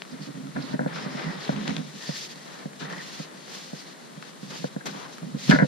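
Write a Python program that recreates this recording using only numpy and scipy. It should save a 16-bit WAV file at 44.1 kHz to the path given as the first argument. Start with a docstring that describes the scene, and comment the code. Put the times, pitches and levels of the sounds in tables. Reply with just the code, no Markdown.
"""Packed snow knocks, crunches and groans as someone leans on a gloved hand and shifts about.
Its slips ring the case of a camera set in the snow right beside them, and so reach its two microphones.
The crust snaps, the glove scuffs over it, and the sleeves of a nylon jacket swish and zip, over a faint
outdoor hush. At the end a heavy step crunches down next to the camera."""
import sys
import numpy as np
from scipy import signal
from scipy.fft import rfft, irfft
from scipy.io import wavfile
from scipy.ndimage import uniform_filter1d

SR = 44100
rng = np.random.default_rng(int(sys.argv[2]) if len(sys.argv) > 2 else 0)


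def to_wav(sig):
    """Store sig (one row per channel, or 1-D mono) as 16-bit WAV at the path in sys.argv[1].

    Samples outside -1..1 are clipped; the rate is SR.
    """
    pcm = np.clip(np.atleast_2d(sig), -1, 1) * 32767
    pcm = np.round(pcm).astype(np.int16)
    wavfile.write(sys.argv[1], SR, pcm.T)  # frames by channels


N = 250047
TIME = np.arange(N) / SR
SIDES = np.array([[1], [-1]])   # left, right


# single slips, relative levels: (time [s], thud [dB], clack [dB], ring [dB], thud tilt [dB/octave])
SNOW_SLIPS = [(0.575, -25, -43, -49, 3), (0.739, -17, -44, -51, 18), (0.792, -19.5, -29, -27.5, 4),
              (0.808, -27, -31, -49, 10), (0.861, -17.5, -29, -35.5, 5), (1.061, -21, -40, -52, 3),
              (1.148, -26, -39, -61, -3), (1.492, -14, -27.5, -31.5, 0), (1.575, -24.5, -47, -56, -2),
              (1.681, -30, -47, -50, 11), (1.801, -24, -48, -59, -5), (2.091, -20, -34.5, -43, -5),
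              (2.656, -23, -39.5, -49, 2), (3.198, -24.5, -41.5, -56, -4), (3.732, -25, -41, -57.5, 1),
              (4.174, -32, -60, -69.5, -1.5), (4.429, -26.5, -58, -53, 0), (4.642, -15.5, -30, -37.5, -0.5),
              (4.763, -19, -37, -42, 2.5), (5.229, -32, -42.5, -62, -1), (5.345, -26, -52, -48.5, -0.5),
              (5.493, -1.5, -42, -42, 5), (5.534, -9, -33, -31, 1), (5.545, -13.5, -34.5, -32, 5),
              (5.557, -15, -41, -41, 2), (5.622, -6.5, -26.5, -52, 11), (5.645, -22, -31, -55, 5)]

def knocks(thud_db=14, clack_db=16, ring_db=10, soft_hz=300, highpass_hz=148):
    """Snow gives way in single slips that push on the case; the harder ones reach its higher modes."""
    s, thud, clack, ring, tilt = np.transpose(SNOW_SLIPS)
    at = np.clip((s * SR).astype(int), 0, N - 1)

    def force_at(hz):
        if hz < 400:
            blow_db = thud + thud_db + tilt * np.log2(hz / 200)
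        else:
            blow_db = clack + clack_db if hz < 900 else ring + ring_db
        push = np.zeros(N)
        push[at] = from_db(blow_db + rng.normal(0, 0.84, len(at)))
        return cut(push, soft_hz, "low") if hz < 400 else push   # the snow bed yields slowly
    return cut(case(force_at, damping=1.72, top_hz=1680), highpass_hz, "high", order=4)


# runs of quick slips: (start [s], relative level [dB], length [s], slip gap [s], lower-mode gain [dB])
SLIP_RUNS = [(0.5615, -30, 0.008, 0.003, 5.5), (0.585, -37, 0.006, 0.0038, 6),
             (0.73, -38.5, 0.02, 0.0032, 7), (0.814, -35, 0.008, 0.0031, 2), (0.83, -37, 0.017, 0.0086, 6),
             (4.807, -37, 0.007, 0.004, -9), (5.5083, -16, 0.003, 0.0025, -2),
             (5.515, -10.5, 0.0135, 0.0055, -2), (5.5294, -18, 0.008, 0.0053, 3),
             (5.546, -16, 0.008, 0.005, -4), (5.559, -17.5, 0.005, 0.0035, 0),
             (5.587, -14, 0.004, 0.0072, 3), (5.598, -18, 0.008, 0.007, 3.5),
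             (5.612, -21.5, 0.019, 0.0042, 2), (5.638, -37, 0.011, 0.004, 3)]

def crunches(level_db=1, first_db=1, jitter=0.0996, scatter_db=2.5, highpass_hz=450):
    """Snow fails in a run of nearly even slips; each hits the case at another spot, changing colour."""
    max_slips = 12
    slips = []
    for s, db, length, gap_s, body_db in SLIP_RUNS:
        delays_s = np.cumsum(gap_s * np.exp(jitter * rng.standard_normal(max_slips)))
        slips.append((s, db + first_db, body_db))
        slips += [(s + delay, db, body_db) for delay in delays_s if delay < length]
    s, db, body_db = np.transpose(slips)
    at = np.minimum((s * SR).astype(int), N - 1)

    def force_at(hz):
        push = np.zeros(N)
        scatter = rng.standard_normal(max_slips * (len(SLIP_RUNS) + 1))[:len(at)]
        push[at] = from_db(db + body_db * (hz < 1200) + scatter_db * scatter)
        return cut(push, highpass_hz, "high")
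    return from_db(level_db) * case(force_at, damping=1.6)


# weight packing the snow: (start [s], length [s], relative level [dB], slip rate [1/s])
SNOW_PRESSES = [(0.118, 0.034, -37, 221), (0.191, 0.034, -37.5, 228), (0.267, 0.027, -35, 260),
                (0.335, 0.16, -38, 244), (0.548, 0.05, -29.5, 247), (0.621, 0.029, -35, 249),
                (0.694, 0.022, -32.5, 253), (0.732, 0.012, -23.5, 264), (0.799, 0.055, -32, 234),
                (0.901, 0.29, -40.5, 229), (1.232, 0.0606, -29.5, 175.5), (1.341, 0.047, -37.5, 182),
                (1.517, 0.13, -32, 229), (1.669, 0.049, -28, 274), (1.741, 0.0559, -32, 250),
                (1.803, 0.0922, -42.5, 185), (1.936, 0.013, -38.5, 177), (2.813, 0.026, -36, 159),
                (2.85, 0.129, -42.5, 160), (4.434, 0.1, -44, 200), (4.589, 0.062, -39.5, 181),
                (4.836, 0.13, -42.5, 235), (5.21, 0.099, -37.5, 182), (5.336, 0.023, -30, 200),
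                (5.387, 0.077, -45, 244), (5.48, 0.016, -27, 180), (5.514, 0.03, -20, 257),
                (5.575, 0.028, -26.5, 190), (5.612, 0.023, -18.5, 250)]

def groan(level_db=1, rest_db=-54, rest_per_s=205, muffle_hz=320, lumps_db=1.5, rumble_db=-21):
    """Loaded snow creaks in nearly periodic slips, muffled to the low modes; it settles between presses."""
    loads = [(from_db(db) * held(s, length, attack_s=0.01506, release_s=0.03), per_s)
             for s, length, db, per_s in SNOW_PRESSES]
    weight = power_sum((load for load, _ in loads), rest_db)
    per_s = blended_rate(loads, weight, rest_per_s)
    slips = stick_slip(per_s * np.exp(0.14 * drift(24.78)))
    slips = cut(slips, muffle_hz, "low", order=5)
    slips = cut(slips, 121, "high")
    creak = evened(case(lambda hz: slips, damping=0.91), window_s=0.0248)
    # the camera rocks in its bed, more under heavy load
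    rumble = unit_rms(cut(rng.standard_normal(N), [20, 70], "band"))
    rumble = rumble * from_db(rumble_db) * (weight / weight.mean()) ** 0.66
    return weight * from_db(level_db + lumps_db * drift(25)) * (creak + rumble)


def stick_slip(per_s, jitter=0.2, spread=0.38):
    """Stress builds and lets go at uneven intervals: clicks of one sign and varying size."""
    gaps, sizes = rng.standard_normal((2, 8000))
    at = np.searchsorted(np.cumsum(per_s) / SR, np.cumsum(np.exp(jitter * gaps)))
    slips = np.zeros(N)
    slips[at[at < N]] = np.exp(spread * sizes[at < N])
    return slips


# modes of the case in snow: (frequency [Hz], t60 at damping 1 [s], gain [dB], L-R phase [rad], L-R [dB])
CASE_MODES = [(155.5, 0.039, -3.5, 0.44, -6), (194.4, 0.084, -14, 0.12, -0.5), (241, 0.042, -9, 1.24, 1.5),
              (300, 0.017, -15, 3.05, 10), (520, 0.11, -13.5, 1.1, 10), (575.5, 0.041, -2.5, 3.61, 8.5),
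              (710, 0.051, -8.5, 2.84, 0.5), (815, 0.021, -17.5, 2.47, -4), (954.7, 0.1, -15.5, 2, -6),
              (1310, 0.05, -18, 1.5, -7), (1448, 0.056, -10.5, 7.4, -1), (1616, 0.061, -3.5, 2.6, 1),
              (1745, 0.038, -8, 0.66, -7), (1836, 0.071, -19, 1.1, -7), (1984, 0.1, -18.5, 0.36, 7),
              (2092, 0.078, -21.5, 0.91, -9)]

def case(force_at, damping, top_hz=2400, band_ratio=1.25, give=0.026, give_hz=5):
    """The case rings, each mode driven by force_at(hz); the snow bed gives, detuning the lower modes."""
    bend = 2 * np.pi * np.cumsum(give * drift(give_hz)) / SR
    out = 0
    for hz, t60, db, phase, pan_db in CASE_MODES:
        pole = from_db(-60 * damping / (t60 * SR)) * np.exp(2j * np.pi * hz / SR)
        force = cut(force_at(hz), [hz / band_ratio, hz * band_ratio], "band", order=1)
        detune = np.exp(1j * hz * bend) if hz < 800 else 1
        swing = detune * signal.lfilter([1], [1, -pole], force / detune + 1e-18)
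        out = out + np.imag(swing * np.exp(0.5j * SIDES * phase)) * from_db(db + SIDES * pan_db / 2)
    return cut(out, top_hz, "low", order=4)


# crystal spray: (frequency [Hz], relative density [dB])
SPRAY_SPECTRUM = [(200, 6), (600, 17.5), (2000, 12), (4000, 4.5), (6500, 2.5), (9000, -9), (15000, -48)]
# crust breaks: (time [s], relative level [dB], t60 [s], flake pitch [Hz], edge gain [dB])
CRUST_SNAPS = [(0.0204, -31.5, 0.0069, 2700, 23.5), (0.0515, -41.5, 0.0094, 1400, 18),
               (0.47, -40.5, 0.015, 1300, 20), (0.959, -35.5, 0.067, 1600, 11),
               (1.043, -40, 0.027, 1900, 19), (1.193, -41, 0.044, 1900, 15), (1.307, -41, 0.035, 1950, 9),
               (1.479, -35, 0.022, 2000, 18), (1.563, -35.5, 0.034, 2300, 14),
               (1.6778, -23, 0.018, 3900, 11.5), (1.694, -31.5, 0.03, 4200, 13),
               (1.706, -31, 0.025, 2000, 10), (1.766, -27.5, 0.022, 3820, 17),
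               (1.781, -36, 0.02, 3694, 17.5), (2.358, -40, 0.021, 4500, 18),
               (2.555, -42.5, 0.027, 1198, 19.5), (2.733, -43, 0.02, 2010, 19), (2.9, -36, 0.041, 1194, 17),
               (2.926, -34, 0.051, 1246, 18), (2.98, -37, 0.034, 2970, 13), (3.148, -43, 0.042, 4200, 12.5),
               (4.2257, -35, 0.02, 1100, 16.5), (4.868, -35, 0.051, 4808, 15.5),
               (4.881, -44, 0.026, 3000, 17), (5.183, -38, 0.026, 1300, 14), (5.499, -21, 0.069, 3645, 17),
               (5.51, -20, 0.032, 3400, 7)]

def snaps(level_db=-1, flake_db=3, band_ratio=1.24, edge_top_hz=4800):
    """Crust breaks with a sharp edge and a spray of crystals; each flake rings at the pitch of its size."""
    crystals = evened(friction(SPRAY_SPECTRUM, per_s=16000, spread_db=0.5), window_s=0.0035)
    impulse = 1.0 * (TIME == 0)
    edge = cut(cut(impulse, 510, "high"), edge_top_hz, "low", order=8)
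    out = np.zeros((2, N))
    for s, db, t60, hz, edge_db in CRUST_SNAPS:
        start = int(s * SR)
        age = TIME[:min(SR // 4, N - start)]
        span = slice(start, start + len(age))
        burst = crystals[:, span] * from_db(-60 * age / t60) + from_db(edge_db) * edge[:len(age)]
        flake = cut(burst, [hz / band_ratio, hz * band_ratio], "band", order=1)
        out[:, span] += from_db(db) * (burst + from_db(flake_db) * flake)
    return from_db(level_db) * out


# glove on ice grains: (frequency [Hz], relative density [dB])
SCUFF_SPECTRUM = [(150, -6), (260, -0.5), (430, 1), (600, -1), (800, -0.5), (1600, -4), (1980, -8),
                  (2250, -8.5), (2800, -14), (3400, -13), (4100, -12.5), (5300, -25), (6200, -35),
                  (9000, -67)]
# drags over the crust, relative levels: (start [s], length [s], scuff [dB], rasp [dB], rasp pitch [Hz])
GLOVE_DRAGS = [(0.092, 0.28, -52, -63, 1870), (0.546, 0.21, -41.5, -57, 1942),
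               (0.869, 0.52, -37.5, -50.5, 1879), (0.954, 0.035, -39.5, -43.5, 1400),
               (1.168, 0.065, -35, -46, 2004), (1.235, 0.07, -42, -42, 1954),
               (1.401, 0.22, -38.5, -50, 1838), (1.649, 0.047, -34, -45.5, 1850),
               (1.721, 0.082, -41.5, -61, 1859), (2.001, 0.16, -55, -50, 1855),
               (2.212, 0.22, -55, -57.5, 1890), (2.456, 0.18, -44.5, -56, 1801),
               (2.802, 0.029, -36, -43, 1748), (2.84, 0.068, -38.5, -47.5, 1848),
               (2.902, 0.035, -39, -44.5, 1814), (2.942, 0.067, -42.5, -44, 1870),
               (3.006, 0.37, -47, -59, 1870), (3.467, 0.11, -44.5, -65, 1894),
               (3.756, 0.263, -54.5, -61.5, 1900), (4.227, 0.049, -50, -56, 1800),
               (4.501, 0.062, -39.5, -62.5, 1896), (4.861, 0.026, -32.5, -58, 1900),
               (4.92, 0.14, -39.5, -50.5, 1042), (5.047, 0.098, -47, -67, 1050),
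               (5.341, 0.051, -55, -68, 1900), (5.476, 0.094, -33.5, -54.5, 1900),
               (5.58, 0.057, -52, -50, 1900)]

def glove(scuff_db=-2, grit_db=-2, scuff_rest_db=-49.5, rasp_rest_db=-66, rasp_hz=1900, flutter_db=1):
    """The glove grinds over ice grains; where it bites the crust it rasps and breaks off coarser grit."""
    scuffs, bites = [], []
    for s, length, db, bite_db, hz in GLOVE_DRAGS:
        drag = held(s, length, attack_s=0.00776, release_s=0.035)
        scuffs.append(from_db(db) * drag)
        bites.append((from_db(bite_db) * drag, hz))
    pressure = power_sum(scuffs, scuff_rest_db)
    bite = power_sum((envelope for envelope, _ in bites), rasp_rest_db)
    pitch_hz = blended_rate(bites, bite, rasp_hz)
    grind = from_db(scuff_db) * friction(SCUFF_SPECTRUM, per_s=3000, spread_db=0.5)
    rasp = pitched_rub(pitch_hz * np.exp(0.025 * drift(30.3)), width_hz=100)
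    coarse = friction(SCUFF_SPECTRUM, per_s=230, spread_db=1.5)
    grit = from_db(grit_db) * evened(cut(coarse, [700, 2100], "band", order=3), window_s=0.033)
    return from_db(flutter_db * drift(54)) * (pressure * grind + bite * (rasp + grit))


# nylon on nylon: (frequency [Hz], relative density [dB])
NYLON_SPECTRUM = [(700, -7), (1450, -7), (1850, 0.5), (2200, -2), (2700, -1), (3600, 0.5), (4500, -0.5),
                  (5200, -1.5), (6500, -3), (8200, -15.5), (10000, -18.5), (11400, -28), (12600, -20),
                  (15000, -35)]
# sleeve and trouser strokes:
# (start [s], rise [s], hold [s], fall [s], relative level [dB], treble [dB], L-R [dB], base pitch [Hz])
NYLON_STROKES = [(0.083, 0.037, 0.0084, 0.039, -53, -9, -1.5, 4290),
                 (0.2, 0.02, 0.032, 0.043, -46.5, 0, -2.5, 4590),
                 (0.589, 0.027, 0.099, 0.046, -48, -8, -14, 4330),
                 (0.92, 0.041, 0.076, 0.032, -41, -16, 0, 5200),
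                 (1.056, 0.13, 0.03, 0.048, -42, -16, 0, 5200),
                 (1.215, 0.039, 0.087, 0.04, -45.5, -12, 0, 5200),
                 (1.356, 0.064, 0.041, 0.16, -41, -2.5, 1, 3706),
                 (1.552, 0.14, 0.038, 0.05, -41.5, -11, 3, 3730),
                 (1.721, 0.041, 0.087, 0.14, -48.5, 4, 0.5, 3716),
                 (1.91, 0.17, 0.16, 0.039, -41, 4.5, 0.5, 4410),
                 (2.12, 0.0758, 0.066, 0.024, -47.5, 13, -3.5, 5300),
                 (2.278, 0.02, 0.023, 0.028, -42.5, 2, -1, 4615),
                 (2.339, 0.044, 0.1, 0.23, -51.5, 5, 1, 4300),
                 (2.792, 0.013, 0.032, 0.038, -42.5, -4, 6, 3724),
                 (2.88, 0.039, 0.08, 0.031, -49.5, 3, 0.5, 5420),
                 (2.99, 0.032, 0.19, 0.058, -42.5, 2.5, -1.5, 4397),
                 (3.318, 0.08, 0.061, 0.042, -51, 1, 2, 4600),
                 (3.45, 0.077, 0.12, 0.096, -46, 6.5, -1.5, 4518),
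                 (3.512, 0.014, 0.024, 0.047, -44, 6.5, -2, 4223),
                 (3.699, 0.076, 0.021, 0.052, -47, 7, -1, 4400),
                 (3.818, 0.045, 0.0365, 0.06, -47, -1, -1, 4217),
                 (4.216, 0.053, 0.01, 0.044, -47.5, -3, 5, 4410),
                 (4.397, 0.028, 0.031, 0.032, -51, 5, -2, 4890),
                 (4.459, 0.062, 0.067, 0.059, -43, 3.5, -1, 4878),
                 (4.58, 0.038, 0.054, 0.017, -45, 4, -1.5, 3910),
                 (4.855, 0.0081, 0.042, 0.028, -46, 7.5, 6, 4001),
                 (4.918, 0.038, 0.035, 0.094, -50, 8, 2.5, 3990),
                 (5.068, 0.053, 0.03, 0.067, -54, 10, 0.5, 4020),
                 (5.357, 0.14, 0.0095, 0.033, -38, 5.5, -2, 4400),
                 (5.472, 0.03, 0.0053, 0.087, -33, -1.5, 1, 4304),
                 (5.542, 0.043, 0.0053, 0.18, -46, -0.5, 1.5, 4300)]

def swishes(level_db=-1.42, rest_db=-53, zip_db=-8, weave_hz=4167, flutter_db=1, shimmer_db=1):
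    """Sliding nylon hisses with its speed; taut cloth is brighter; the weave zips at each stroke's pitch."""
    strokes, sheens, pitches = [], [], []
    for s, rise, hold, fall, db, treble_db, pan_db, hz in NYLON_STROKES:
        ramp = np.interp(TIME, s + np.cumsum([0, rise, hold, fall]), [0, 1, 1, 0])
        speed = np.sin(np.pi / 2 * ramp)
        stroke = from_db(db + SIDES * pan_db / 2) * speed ** 0.92
        strokes.append(stroke)
        sheens.append(stroke * from_db(treble_db))
        pitches.append((stroke[0], hz))
    body = power_sum(strokes, rest_db)
    sheen = power_sum(sheens, rest_db) * from_db(shimmer_db * drift(37))
    hiss = friction(NYLON_SPECTRUM, per_s=22000, spread_db=2)
    dull = cut(hiss, 6000, "low", order=1)
    surge = body[0] / uniform_filter1d(body[0], SR // 5)
    pitch_hz = blended_rate(pitches, body[0], weave_hz) * surge ** 0.05
    weave = from_db(zip_db) * pitched_rub(pitch_hz, width_hz=330)
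    return from_db(level_db + flutter_db * drift(19)) * (body * (dull + weave) + sheen * (hiss - dull))


# skids of taut folds: (start [s], length [s], level [dB], pitch [Hz])
FOLD_SKIDS = [(0.108, 0.006, -50, 4810), (0.122, 0.005, -53, 4800), (0.216, 0.024, -48, 4630),
              (0.618, 0.0074, -40.5, 4700), (1.405, 0.046, -46.5, 4660), (2.056, 0.1, -44, 4900),
              (2.198, 0.049, -44, 5030), (3.775, 0.025, -49, 4900)]

def zips():
    """A taut fold catches and skids over the ribs of the weave."""
    skids = [(from_db(db) * held(s, length, attack_s=0.0054, release_s=0.012), hz)
             for s, length, db, hz in FOLD_SKIDS]
    level = sum(skid for skid, _ in skids)
    pitch_hz = sum(skid * hz for skid, hz in skids) / (level + 1e-12)
    return level * pitched_rub(pitch_hz, width_hz=520)


# stiff cloth crackle: (frequency [Hz], relative density [dB])
FLICK_SPECTRUM = [(300, 5.5), (1200, 2.5), (3800, -4.5), (5000, -8.5), (6100, -1), (7600, -9),
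                  (9000, -16.5), (15000, -20)]

def flick(level_db=-31.5):
    """A stiff fold flicks straight with one short, bright crackle."""
    envelope = held(start_s=4.856, length_s=0.013, attack_s=0.0017, release_s=0.014)
    crackle = evened(friction(FLICK_SPECTRUM, per_s=2500, spread_db=2), window_s=0.0045)
    return from_db(level_db) * envelope * crackle


# outdoor air: (frequency [Hz], relative density [dB])
HUSH_SPECTRUM = [(25, -36), (100, -17), (160, 3), (300, -1), (430, -4), (580, -3.5), (900, -8), (1800, -12),
                 (2500, -28), (4200, -25), (7000, -17), (10000, -20.5), (11500, -27), (15000, -36)]

def hush(level_db=-48.5):
    """Faint, steady outdoor noise."""
    return from_db(level_db) * airborne(HUSH_SPECTRUM, rng.standard_normal((2, N)))


# airborne sound at the two microphone ports: (frequency [Hz], L-R correlation before clipping [-])
PORT_CORRELATION = [(50, 7), (110, -1.5), (180, 0), (400, 0.42), (800, -0.5), (1800, 0.17), (3500, 0.52),
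                    (5000, 0.3), (6500, -0.43), (10000, 0.03), (14000, 0.16)]
# balance between the ports: (frequency [Hz], L-R [dB])
PORT_BALANCE = [(60, 3), (170, 8), (400, 0), (800, 2), (1800, 3), (3200, 4.5), (4600, 0.5), (6500, 3.5),
                (9000, -2), (14000, 0.5)]

def airborne(spectrum, pair):
    """Two unrelated excitations, coloured and spread over the two ports; rms 1."""
    hz = np.fft.rfftfreq(N, 1 / SR)
    mid, side = rfft(pair) * from_db(at_hz(spectrum, hz))
    alike = np.clip(at_hz(PORT_CORRELATION, hz), -0.98, 0.98)
    ports = np.sqrt(1 + alike) * mid + SIDES * np.sqrt(1 - alike) * side
    balance = from_db(SIDES * at_hz(PORT_BALANCE, hz) / 2)
    return unit_rms(irfft(ports * balance, N))


def friction(spectrum, per_s, spread_db):
    """Tiny catches between fibres or ice grains: random clicks of uneven size and either sign."""
    pair = []
    for _ in range(2):
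        sizes = from_db(spread_db * np.minimum(rng.exponential(1, N), 4)) * rng.choice([-1, 1], N)
        pair.append(unit_rms(sizes * (rng.random(N) < per_s / SR)))
    return airborne(spectrum, np.array(pair))


def pitched_rub(pitch_hz, width_hz, side_gain=0.57):
    """Rubbing as a noise band around a moving pitch, partly alike at the two ports; rms 1."""
    noise = rng.standard_normal((2, N)) + 1j * rng.standard_normal((2, N))
    mid, side = cut(noise, width_hz, "low")
    carrier = np.exp(2j * np.pi * np.cumsum(pitch_hz) / SR)
    return unit_rms(np.real((mid + side_gain * side * SIDES) * carrier))


def held(start_s, length_s, attack_s, release_s):
    """Push envelope: attack, hold until length_s, release."""
    age = TIME - start_s
    return np.clip(age / attack_s, 0, 1) * np.clip(1 - (age - length_s) / release_s, 0, 1)


def power_sum(envelopes, rest_db):
    """Unrelated strokes add in power over a resting level."""
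    return np.sqrt(sum(e ** 2 for e in envelopes) + from_db(rest_db) ** 2)


def blended_rate(strokes, total, rest_hz):
    """Power-weighted rate of (envelope, rate) pairs: the strongest dominates."""
    return rest_hz + sum((hz - rest_hz) * (envelope / total) ** 2 for envelope, hz in strokes)


def drift(rate_hz):
    """Slow random wander, rms 1."""
    slow = cut(rng.standard_normal(N // 20 + 2002), 20 * rate_hz, "low")[2000:]
    return np.interp(np.arange(N) / 20, np.arange(len(slow)), unit_rms(slow))


def evened(x, window_s):
    """Divide out swells slower than the window."""
    power = uniform_filter1d(np.mean(x ** 2, axis=0), int(window_s * SR))
    return x / np.sqrt(np.maximum(power, 0) + power.mean() / 20)


def cut(x, hz, kind, order=2):
    """Butterworth low-, high- or band-pass."""
    return signal.sosfilt(signal.butter(order, hz, kind, fs=SR, output="sos"), x + 1e-18)


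def at_hz(points, hz):
    """Interpolate a table over log frequency."""
    knots_hz, values = np.transpose(points)
    return np.interp(np.log(hz + 1e-9), np.log(knots_hz), values)


def from_db(db):
    """Decibels to gain."""
    return 10 ** (np.asarray(db) / 20)


def unit_rms(x):
    """Scale to rms 1."""
    return x / np.sqrt(np.mean(x ** 2) + 1e-20)


def scene():
    """Snow slips through the case; crust, cloth and hush through the air."""
    air = hush()
    return knocks() + crunches() + groan() + snaps() + glove() + swishes() + zips() + flick() + air


def record(dry, bass_hz=138, top_hz=15050, leak_db=-19):
    """Steep bass and top cuts; a trace of rumble leaks through."""
    hz = np.fft.rfftfreq(2 * N, 1 / SR)
    bass_cut = 1 / np.sqrt(1 + (bass_hz / (hz + 1)) ** 40)
    top_cut = 1 / np.sqrt(1 + (hz / top_hz) ** 300)
    return irfft(rfft(dry, 2 * N) * np.maximum(bass_cut, from_db(leak_db)) * top_cut)[:, :N]


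dry = scene()
out = record(dry)
to_wav(out)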